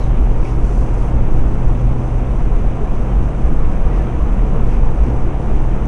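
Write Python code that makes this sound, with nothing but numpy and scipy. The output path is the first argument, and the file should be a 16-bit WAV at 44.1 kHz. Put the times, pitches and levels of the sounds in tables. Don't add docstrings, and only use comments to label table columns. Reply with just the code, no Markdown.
import sys
import numpy as np
from scipy import signal
from scipy.fft import rfft, irfft, next_fast_len
from scipy.io import wavfile
from scipy.ndimage import uniform_filter1d, map_coordinates

SR = 44100
rng = np.random.default_rng(int(sys.argv[2]) if len(sys.argv) > 2 else 0)


def generate_wav(sig):
    pcm = np.round(np.clip(np.atleast_2d(sig).T, -1, 1) * 32767).astype(np.int16)
    wavfile.write(sys.argv[1], SR, pcm)


def invert_db(x):
    u = np.asarray(x, float) / 20
    return 10 ** u


N = 259274
TIME = np.arange(N) / SR


def unit(x):
    return x / np.sqrt(np.mean(x ** 2) + 1e-20)


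def curve(rows):
    s, db = np.transpose(rows)
    return np.interp(TIME, s, db)


def wobble(rate):
    knots = rng.standard_normal(int(N * rate / SR) + 4)
    return map_coordinates(knots, [np.arange(N) * rate / SR])


def coloured(x, spectrum):
    m = next_fast_len(N + 8192)
    hz, db = np.transpose(spectrum)
    log_f = np.log(np.fft.rfftfreq(m, 1 / SR) + 1)
    shape = np.interp(log_f, np.log(hz + 1), db, -120, -120)
    return irfft(rfft(x, m) * invert_db(shape), m)[:N]


def rush(spectrum, grain_db, even_s):
    grainy = rng.standard_normal(N) * invert_db(grain_db * wobble(300))
    x = coloured(grainy, spectrum)
    span = int(even_s * SR)
    power = uniform_filter1d(uniform_filter1d(x ** 2, span), span)
    return unit(x / np.sqrt(np.abs(power) + 1e-12))


def swell(s, half_s):
    return np.exp(-((TIME - s) / half_s) ** 2)


def burst(s, db, hz, half_s, phase):
    return invert_db(db) * swell(s, half_s) * np.sin(2 * np.pi * (hz * TIME + phase))


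# f/Hz, relative level/dB per Hz
SWAY_SPECTRUM = [(2, -25), (5, -3.5), (12, -1), (16, 4.5), (19, -16), (26, -11), (30, -36)]


def sway():
    return invert_db(-18 + 2.7 * wobble(4.037)) * rush(SWAY_SPECTRUM, grain_db=-1.5, even_s=0.27)


# f/Hz, relative level/dB per Hz
BOUNCE_SPECTRUM = [(22, -43.5), (27, -9), (32, -3.5), (35, -5), (39, -5), (44, -5.5), (50, -42)]


def bounce():
    return invert_db(-21 + 1.1 * wobble(14)) * rush(BOUNCE_SPECTRUM, grain_db=2.5, even_s=0.16)


# f/Hz, relative level/dB per Hz
THROB_SPECTRUM = [(40, -47), (46, 0.5), (55, 1), (62, -7), (69, -17), (80, -20.5), (95, -47)]


def throb():
    return invert_db(-21 + 1.95 * wobble(13)) * rush(THROB_SPECTRUM, grain_db=-1.0, even_s=0.12)


# t/s, level/dB
ROAD_LEVEL = [(0, -31.5), (.7, -32), (1.1, -31.5), (1.8, -32), (2.6, -31.5), (3.3, -31.5), (4, -30.5),
              (4.5, -31), (4.95, -31), (5.4, -31), (5.88, -31)]
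# t/s, level change/dB, half length/s
ROAD_PATCHES = [(1.073, 1, 0.073), (2.815, -0.5, 0.023), (4.577, 2, .03), (4.883, 1, 0.04),
                (5.106, 1, 0.055), (5.494, 1.5, 0.026)]


def road():
    patch_db = sum(db * swell(s, half_s) for s, db, half_s in ROAD_PATCHES)
    return curve(ROAD_LEVEL), patch_db


# f/Hz, relative level/dB per Hz
DRONE_SPECTRUM = [(55, -22.5), (66, -2), (100, -1), (135, -1), (155, 0), (177, -7), (189, 0), (199, -5.5),
                  (210, -4), (228, -4.5), (280, -12), (320, -6.5), (420, -13.5), (520, -31), (650, -53)]


def drone(road_db):
    level_db = road_db + 7.5 + 0.78 * wobble(15)
    return invert_db(level_db) * rush(DRONE_SPECTRUM, grain_db=0.45, even_s=0.084)


# f/Hz, relative level/dB per Hz
ROAR_SPECTRUM = [(330, -33.5), (420, 1), (500, 1.5), (620, -3), (750, -1), (860, -5.5), (940, -4.5),
                 (1100, -8), (1400, -12.5), (1700, -27.5), (2100, -46.5)]


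def roar(road_db, patch_db):
    level_db = road_db + patch_db + .4 * wobble(13)
    return invert_db(level_db) * rush(ROAR_SPECTRUM, grain_db=1.24, even_s=1.0)


# f/Hz, relative level/dB per Hz
FIZZ_SPECTRUM = [(1150, -48.5), (1450, -0.5), (1600, 0.5), (2000, -2), (2450, -2.5), (2950, -7.5),
                 (3250, -11), (3600, -14.5), (4000, -20), (4600, -30.5), (5500, -51.5)]


def fizz(road_db, patch_db):
    level_db = road_db + 0.68 * patch_db - 14.5 + 0.59 * wobble(21)
    return invert_db(level_db) * rush(FIZZ_SPECTRUM, grain_db=1.0, even_s=0.19)


# f/Hz, relative level/dB per Hz
GRIT_SPECTRUM = [(3000, -35), (4000, -9), (5000, -6), (5600, -4), (6100, 1), (6700, -6), (8000, -7),
                 (9500, -8), (10300, -12), (11200, -25), (12000, -29)]
# t/s, rise/dB, half length/s
GRIT_RISES = [(0.67, 3.5, 0.055), (0.77, 5.5, 0.085), (0.99, 2, 0.1)]


def grit():
    rise_db = sum(db * swell(s, half_s) for s, db, half_s in GRIT_RISES)
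    level_db = -57.5 + rise_db + 0.71 * wobble(15)
    return invert_db(level_db) * rush(GRIT_SPECTRUM, grain_db=1.2, even_s=0.18)


# f/Hz, relative level/dB per Hz
PUFF_SPECTRUM = [(1200, -26.5), (1800, 6), (2600, 8.5), (3500, -4), (4600, -2.5), (5400, 0), (6100, 3),
                 (6900, -7), (9000, -9), (10500, -11.5), (12000, -34)]
# t/s, peak level/dB, half length/s
PUFF_TIMES = [(0, -49, 0.06), (0.48, -47, 0.065), (2.95, -57, 0.056), (3.966, -53.5, .07),
              (4.744, -55, .07), (5.069, -55, 0.062)]


def puffs():
    envelope = sum(invert_db(db) * swell(s, half_s) for s, db, half_s in PUFF_TIMES)
    return envelope * rush(PUFF_SPECTRUM, grain_db=0.0, even_s=.1)


# multiple of crank speed, level before effort/dB rms
EXHAUST_ORDERS = [(2, -29.5), (3, -41), (4, -26.5), (5, -45), (5.5, -47.5), (6, -48), (8, -40.5),
                  (8.5, -44), (9.5, -44.5), (10.5, -45), (11.5, -56.5), (13.5, -46), (16, -64.5),
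                  (17, -52.5), (19, -60.5), (24, -66.5), (28, -64.5)]
# t/s, level change/dB
ENGINE_EFFORT = [(0, 1), (.5, 2), (.8, 0), (1.3, 3), (1.8, 4.5), (2.35, 2.5), (2.65, -3), (3.3, 0),
                 (3.8, -3), (4.2, -4), (4.6, -2), (5.1, 0), (5.6, -2.5), (5.88, -4)]


def engine():
    waver = 0.33 + 0.14 * np.clip(TIME - 2.3, 0, 2)
    turns_per_s = 29.83 + 0.2 * TIME + waver * wobble(11)
    angle = 2 * np.pi * np.cumsum(turns_per_s) / SR
    start = 2 * np.pi * rng.random(len(EXHAUST_ORDERS))
    tones = sum(invert_db(db) * np.sin(order * angle + p) for (order, db), p in zip(EXHAUST_ORDERS, start))
    level_db = curve(ENGINE_EFFORT) + 0.64 * wobble(5.1) + 1.2 * wobble(16)
    return np.sqrt(2) * invert_db(level_db) * tones


def squeak():
    from_hz, to_hz, fall_s, scatter_hz = 4600, 3700, 0.022, 130
    hz = to_hz + (from_hz - to_hz) * np.exp(-TIME / fall_s) + scatter_hz * wobble(900)
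    envelope = invert_db(-52) * swell(0.035, 0.045) * (1 + .5 * wobble(500))
    return envelope * np.sin(2 * np.pi * np.cumsum(hz) / SR)


# t/s, peak level before the floor stiffens/dB, f/Hz
BASS_SURGES = [(0.113, -8.5, 50.6), (0.156, -11.5, 33.7), (0.188, -14, 22.4), (0.218, -8.5, 53.3),
               (0.277, -9.5, 35.6), (0.32, -14, 57), (0.374, -15, 33.7), (0.431, -11, 16.2),
               (0.644, -7, 44), (0.762, -6.5, 36), (0.785, -10.5, 52), (0.932, -8, 37), (1.018, -8.5, 48.1),
               (1.15, -14.5, 62), (1.209, -9.5, 37.3), (1.268, -11, 16.5), (1.435, -10.5, 15.3),
               (1.46, -7.5, 45.7), (1.63, -13.5, 18.8), (1.721, -9.5, 39.2), (1.794, -11, 59),
               (1.864, -8, 41.6), (2.156, -8.5, 34.6), (2.408, -9.5, 34.5), (2.447, -11, 13.5),
               (2.537, -8.5, 37), (2.683, -12, 37.3), (2.925, -11, 15.8), (2.941, -10.5, 47),
               (3.159, -8.5, 47), (3.46, -9, 16.5), (3.463, -9.5, 54), (3.639, -9, 15.2),
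               (3.834, -10.5, 20.3), (3.848, -8, 37.3), (3.87, -13, 61), (3.971, -8, 37),
               (4.256, -11, 56.0), (4.32, -6.5, 37.4), (4.401, -9, 37.3), (4.503, -12.5, 32.0),
               (4.571, -11, 19.3), (4.726, -8.5, 35.4), (4.803, -10, 37.3), (4.882, -6.5, 18.1),
               (5.029, -8, 51), (5.134, -7.5, 54), (5.254, -11, 53.3), (5.551, -5, 46.6),
               (5.553, -11, 17.8), (5.617, -12, 33.7), (5.66, -11, 53), (5.687, -11.5, 17.4),
               (5.842, -6.5, 48.1)]


def surges():
    half_cycles = 1.76
    phases = rng.random(len(BASS_SURGES))
    return sum(burst(s, db, hz, half_cycles / hz, p) for (s, db, hz), p in zip(BASS_SURGES, phases))


def stiffened(bass):
    travel = 1.3
    return travel * np.tanh(bass / travel)


# t/s, level before the common gain/dB, f/Hz of the ring
STONE_HITS = [(0.4528, -32, 2340), (0.4595, -33, 2340), (3.46, -43, 5600), (4.7246, -40, 2130),
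              (5.856, -37, 6200)]


def stones():
    out, t = np.zeros(N + SR), np.arange(SR // 20) / SR
    cracks = rng.standard_normal((len(STONE_HITS), len(t)))
    for (s, db, hz), noise in zip(STONE_HITS, cracks):
        decay = invert_db(-60 * t * hz / 20)
        ring = np.sin(2 * np.pi * hz * t) * decay * (1 - np.exp(-t / 0.00076))
        crack = np.diff(noise, prepend=0) * invert_db(-60 * t / .008)
        out[round(s * SR):][:len(t)] += invert_db(db) * (3.5 * ring + invert_db(-19.5) * crack)
    return out[:N]


# t/s, peak level/dB, f/Hz
TONE_BURSTS = [(2.821, -23, 415), (3.007, -25, 243.4), (3.925, -45, 1940), (3.957, -45, 1910),
               (4.003, -42, 1740), (4.37, -27, 194.6), (4.548, -20, 167.4), (4.563, -29, 453),
               (5.489, -23, 215)]


def tone_bursts():
    phases = rng.random(len(TONE_BURSTS))
    return sum(burst(s, db, hz, 0.024, p) for (s, db, hz), p in zip(TONE_BURSTS, phases))


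# f/Hz, relative level/dB per Hz
SCRUB_SPECTRUM = [(1300, -30), (1650, 1), (1950, -0.5), (2500, -2.5), (2900, -5.5), (3400, -26)]
# t/s, peak level/dB, half length/s
SCRUB_TIMES = [(3.958, -45.5, .075), (4.74, -49, .05), (5.06, -49, .05)]


def scrubs():
    envelope = sum(invert_db(db) * swell(s, half_s) for s, db, half_s in SCRUB_TIMES)
    return envelope * rush(SCRUB_SPECTRUM, grain_db=1.0, even_s=.03)


def scene():
    road_db, patch_db = road()
    buffet = stiffened(sway() + bounce() + throb() + surges())
    tyres = drone(road_db) + roar(road_db, patch_db) + fizz(road_db, patch_db) + scrubs() + tone_bursts()
    loose_grit = grit() + puffs()
    return (buffet + tyres + loose_grit + engine() + squeak() + stones())[None]


def roll_off(x):
    return signal.sosfilt(signal.butter(12, 12200, fs=SR, output="sos"), x)


def record(dry):
    offset, top = .021, .7075
    mix = np.clip(dry - offset, -top, top)
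    return roll_off(mix)


dry = scene()
out = record(dry)
generate_wav(out)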